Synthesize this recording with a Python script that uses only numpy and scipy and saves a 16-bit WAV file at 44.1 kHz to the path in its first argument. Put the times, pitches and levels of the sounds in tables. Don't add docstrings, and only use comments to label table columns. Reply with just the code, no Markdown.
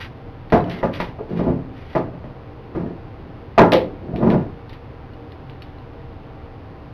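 import sys
import numpy as np
from scipy import signal
from scipy.fft import rfft, irfft, next_fast_len
from scipy.io import wavfile

SR = 44100
rng = np.random.default_rng(int(sys.argv[2]) if len(sys.argv) > 2 else 0)


def master(y):
    cut = np.clip(np.atleast_2d(y).T, -1, 1)
    pcm = np.round(cut * 32767)
    wavfile.write(sys.argv[1], SR, pcm.astype(np.int16))


N = 305613

# (frequency [Hz], t60 [s])
ROOM_DECAY = [(100, 0.9), (500, 0.27), (1200, 0.31), (3000, 0.23), (7000, 0.25)]
# (frequency [Hz], relative level [dB])
AIR_SPECTRUM = [(15, -29.5), (25, 4), (44, -8.5), (76, 1), (126, -2.5), (200, -12), (255, -7.5), (350, -11),
                (490, -12), (700, -19.5), (970, -18), (1500, -26), (2600, -31), (5000, -43), (8000, -63)]
# (frequency [Hz], width [Hz], level [dB])
DUCT_HUMS = [(81, 17, -53), (126, 39, -46), (299, 17, -52.5), (470, 7.5, -52), (542, 9, -62), (654, 5, -58),
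             (777, 63, -53.5)]
# (frequency [Hz], gain [dB])
BUZZ_EQ = [(500, -17.5), (1000, 7), (1700, 1), (2700, -3), (4000, -14), (5200, -24.5), (6500, -20),
           (8000, -23)]
# (frequency [Hz], gain [dB])
PAPER_EQ = [(300, -49), (1000, 4), (2100, 8.5), (3200, 2), (5000, -5.5), (8000, -19)]
# (start [s], hold [s], level [dB])
BRUSH_CUES = [(0.0, 0.005, -31), (0.712, 0.065, -39.5), (0.938, 0.011, -35.5), (1.01, 0.0092, -33),
              (1.299, 0.041, -51.5), (1.374, .035, -43), (1.754, 0.11, -51), (1.897, .045, -48),
              (4.70, .04, -53)]
# (frequency [Hz], gain [dB])
TICK_EQ = [(300, -46.5), (1000, -37), (1800, 6), (2800, 5), (3900, 3), (5000, -7.5), (8000, -22.5)]
# (frequency [Hz], relative level [dB], t60 [s])
SMALL_PART_MODES = [(2800, -19, .1), (2900, 6.5, 0.077), (4430, 6.5, 0.054), (5200, -3, 0.07)]
# (time [s], level [dB], share of ring [0-1])
TICK_CUES = [(0.502, -49, 0.2), (0.6048, -50.5, .7), (0.6416, -49.5, 0.3), (0.6975, -42, 0.1),
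             (0.7125, -44, .3), (0.939, -41.5, .15), (1.003, -36, 0), (3.7207, -24, 0.08),
             (3.7341, -25.5, 0.1), (4.1603, -45.5, 0.18), (4.3024, -38.5, 0), (4.6949, -51, 0.12),
             (4.7307, -52.5, .2), (5.135, -61, 0.6), (5.3208, -54, .25), (5.4977, -52.5, 0.1),
             (5.6212, -47, 0.3), (5.7856, -61, .2)]
# (frequency [Hz], relative level [dB], t60 [s])
DESK_MODES = [(65.95, -8.5, 0.46), (126.4, -8.5, 0.34), (140.5, -2.5, 0.34), (175.3, 1.5, 0.42),
              (225.6, 1.5, 0.23), (258.6, -2, 0.41), (285.3, -21.5, 0.075), (329, 1.5, 0.15),
              (334, 2, 0.19), (369, -2, 0.27), (400.7, -0.5, 0.27), (434, 0.5, 0.29), (511.6, -1, 0.3),
              (614, 5.5, 0.13), (679, 7.5, 0.1), (678, -21.5, 0.09), (857, 2, 0.26), (978, -15.5, 0.38),
              (1023, -19.5, 0.36), (1083, -22.5, 0.078), (1214.3, 4, 0.13), (1337, -25, 0.29),
              (1390, 3.5, 0.037), (1625, -8, 0.23), (1935, 5, 0.041)]
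# (frequency [Hz], gain [dB])
WOOD_EQ = [(25, -40), (65, -17), (105, -0.5), (170, -7), (330, 3.5), (650, 4), (780, -1.5), (1000, -2),
           (1500, -10.5), (2000, -11.5), (3200, -18.5), (5500, -28.5), (9000, -28)]
# (frequency [Hz], gain [dB])
DESK_EQ = [(30, 10.5), (70, -3.5), (105, -6), (135, -2.5)]
# (start [s], swell [s], hold [s], judder [dB], scrape [dB])
DRAG_CUES = [(0.634, 0.011, .14, -29.5, -36), (1.321, 0.11, 0.073, -18, -34),
             (2.775, 0.024, 0.065, -23, -38), (3.17, 0.014, .14, -40, -71.5),
             (3.76, 0.0056, 0.031, -28, -46), (4.047, 0.22, 0.078, -14, -26.5)]
# (time [s], level [dB], ring pitch [Hz], thud [dB], treble hardness [dB])
KNOCK_CUES = [(0.523, -7, 705, 4, -5.5), (0.829, -14.5, 555, 2.5, -6.5), (1.001, -21.5, 967, 6.5, 1.5),
              (1.185, -27, 453, -4, -16), (1.39, -18, 261, 8, -13), (1.463, -17.5, 264.5, 1, -30.5),
              (1.482, -18.5, 606, 16.5, -15), (1.951, -14, 672, 1, -7), (2.13, -36, 580, 11, -10),
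              (2.24, -31.5, 590, 17.5, -3), (2.75, -21.5, 320, 14.5, -6.5), (3.578, -1, 966, -4.5, -7.5),
              (3.608, -9.5, 1394, -2.5, -4), (3.722, -9, 530, -6.5, -15.5), (4.131, -21.5, 710, 18, -25),
              (4.224, -16, 977, 10, -12.5), (4.265, -14, 229, 10, -11), (4.333, -15, 153, 5, -18.5)]
# (frequency [Hz], gain [dB])
JUDDER_EQ = [(60, -12.5), (140, 2.0), (300, 7.5), (450, -1), (900, -16), (2000, -39.5)]
SCRAPE_EQ = [(300, -20), (650, 11), (1100, -0.5), (1550, -5.5), (2000, -11), (3500, -22), (6000, -30)]


def amp(db):
    return 10 ** (np.asarray(db) / 20)


def unit(x):
    return x / np.sqrt(np.mean(x ** 2) + 1e-20)


def at_level(sound, db, head_s=0.05):
    return amp(db) * sound / np.sqrt(np.mean(sound[:round(head_s * SR)] ** 2))


def along(points, hz):
    f, v = np.transpose(points)
    return np.interp(np.log(hz + 1), np.log(f + 1), v)


def filtered(x, response):
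    m = next_fast_len(len(x) + SR // 4)
    return irfft(rfft(x, m) * response(np.fft.rfftfreq(m, 1 / SR)), m)[:len(x)]


def eq(x, points):
    m = 2 * next_fast_len(len(x))
    cepstrum = irfft(np.log(amp(along(points, np.fft.rfftfreq(m, 1 / SR)))))
    cepstrum[1:m // 2] *= 2
    cepstrum[m // 2 + 1:] = 0
    return irfft(rfft(x, m) * np.exp(rfft(cepstrum)), m)[:len(x)]


def add(track, start, sound):
    part = track[max(round(start * SR), 0):][:len(sound)]
    part += sound[:len(part)]


def stroke(texture, start, swell, hold, grip_db_s, swell_db_s, fall_db_s):
    t = np.arange(N) / SR - start
    grip_db = grip_db_s * np.maximum(-t, 0)
    swell_db = swell_db_s * np.maximum(swell - t, 0)
    fall_db = fall_db_s * np.maximum(t - swell - hold, 0)
    gain = amp(-grip_db - swell_db - fall_db)
    return unit(texture * gain) * np.sqrt(np.mean(gain ** 2))


def noise_burst(samples, t60):
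    return rng.standard_normal(samples) * amp(-60 * np.arange(samples) / SR / t60)


def slips(per_s, spread_db):
    return unit((rng.random(N) < per_s / SR) * rng.choice([-1, 1], N)
                * amp(spread_db * rng.standard_normal(N)))


def ringing(modes, scatter_db):
    t = np.arange(SR // 2) / SR
    hz, db, t60 = np.transpose(modes)[:, :, None]
    strength_db = db + scatter_db * rng.standard_normal(hz.shape)
    tones = np.sin(2 * np.pi * (hz * t + rng.random(hz.shape)))
    ring = np.sum(amp(strength_db - 60 * t / t60) * tones, axis=0)
    return ring / np.linalg.norm(ring)


def room_tail():
    hz, t, noise = signal.stft(rng.standard_normal(SR // 2), SR, nperseg=256)
    decay = amp(-60 * t / along(ROOM_DECAY, hz)[:, None])
    tail = signal.istft(noise * decay, SR, nperseg=256)[1][:SR // 2]
    return tail / np.linalg.norm(tail)


def ventilation(air_db=-38):
    air = unit(filtered(rng.standard_normal(N), lambda f: amp(along(AIR_SPECTRUM, f))))
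    hum = np.zeros(N)
    for hz, width, db in DUCT_HUMS:
        band = filtered(rng.standard_normal(N), lambda f: 1 / (1 + (2 * (f - hz) / width) ** 2))
        hum += amp(db) * unit(band)
    return amp(air_db) * air + hum


def mains_buzz(mains_hz=60, db=-56.5):
    half_cycles = np.floor(2 * mains_hz * np.arange(N) / SR)
    spikes = np.diff(half_cycles % 2, prepend=0)
    bursts = signal.fftconvolve(spikes, noise_burst(SR // 50, t60=0.007))[:N]
    return amp(db) * unit(eq(bursts, BUZZ_EQ))


def rustle():
    grains = signal.fftconvolve(slips(per_s=280, spread_db=6), room_tail())[:N]
    paper = eq(grains, PAPER_EQ)
    return sum(amp(db) * stroke(paper, start, 0, hold, grip_db_s=999.5, swell_db_s=0, fall_db_s=265)
               for start, hold, db in BRUSH_CUES)


def ticks(direct_gain=0.84, pitch_spread=0.05):
    out = np.zeros(N)
    for start, db, ring_share in TICK_CUES:
        snap = noise_burst(SR // 2, t60=0.0056)
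        click = eq(room_tail() + direct_gain * snap / np.linalg.norm(snap), TICK_EQ)
        detune = np.exp(pitch_spread * rng.standard_normal())
        ring = ringing(np.multiply(SMALL_PART_MODES, [detune, 1, 1]), scatter_db=5)
        add(out, start, at_level((1 - ring_share) * click + ring_share * ring, db))
    return out


def desk_ring(walls, dense_db):
    dense = eq(walls + 1.29 * room_tail(), WOOD_EQ)
    ring = unit(ringing(DESK_MODES, scatter_db=2)) + amp(dense_db) * unit(dense)
    return ring / np.linalg.norm(ring)


def drags(walls):
    judder = signal.fftconvolve(slips(per_s=350, spread_db=5.5), desk_ring(walls, dense_db=-5))[:N]
    judder = unit(eq(judder, JUDDER_EQ))
    scrape = signal.fftconvolve(slips(per_s=900, spread_db=8), walls)[:N]
    scrape = unit(eq(scrape, SCRAPE_EQ))
    fades = dict(grip_db_s=252.5, fall_db_s=158)
    out = np.zeros(N)
    for start, swell, hold, judder_db, scrape_db in DRAG_CUES:
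        out += amp(judder_db) * stroke(judder, start, swell, hold, swell_db_s=83.5, **fades)
        out += amp(scrape_db) * stroke(scrape, start, swell, hold, swell_db_s=110.5, **fades)
    return out


def blow(walls, db, ring_hz, thud_db, hard_db, ring_db):
    full_attack_db, bloom_s = 4.5, 0.006
    attack = min(amp(hard_db - full_attack_db), 1)
    rise = 1 - (1 - attack) * np.exp(-np.arange(SR // 2) / SR / bloom_s)
    clack_db = 2 + 0.35 * hard_db
    slap_db = 3 + 0.79 * hard_db
    contact_eq = [(170, thud_db), (330, 0), (700, 0), (900, clack_db), (1750, slap_db), (2800, hard_db)]
    spot_eq = [(ring_hz / 1.15, 0), (ring_hz, ring_db), (ring_hz * 1.1, 0)]
    body = desk_ring(walls, dense_db=-0.5) * rise
    return at_level(eq(eq(body, contact_eq), spot_eq), db)


def knocks(walls, settle_s=0.017, face_hz=343):
    out = np.zeros(N)
    for start, db, ring_hz, thud_db, hard_db in KNOCK_CUES:
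        add(out, start, blow(walls, db, ring_hz, thud_db, hard_db, ring_db=10.5))
        face_db = -3 + 1.81 * db
        add(out, start + settle_s, blow(walls, face_db, face_hz, thud_db, hard_db - 16, ring_db=3.5))
    return out


def scene():
    walls = room_tail()
    desk = eq(knocks(walls) + drags(walls), DESK_EQ)
    return (desk + ticks() + rustle() + ventilation() + mains_buzz())[None]


def record(dry):
    band_hz, clock_hz, sheen_hz, top_hz = 5990, 16000, 12100, 15700
    ceiling = 0.72
    narrow = filtered(dry[0], lambda f: 1 / np.sqrt(1 + (f / band_hz) ** 22))
    t = np.arange(N) / SR
    clock = np.arange(0, t[-1], 1 / clock_hz)
    samples = np.interp(clock, t, narrow)
    joined = np.interp(t, clock, samples)
    clipped = joined / (1 + np.abs(joined / ceiling) ** 4) ** (1 / 4)
    return filtered(clipped, lambda f: (f < top_hz) / np.sqrt(1 + (f / sheen_hz) ** 10))[None]


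dry = scene()
out = record(dry)
master(out)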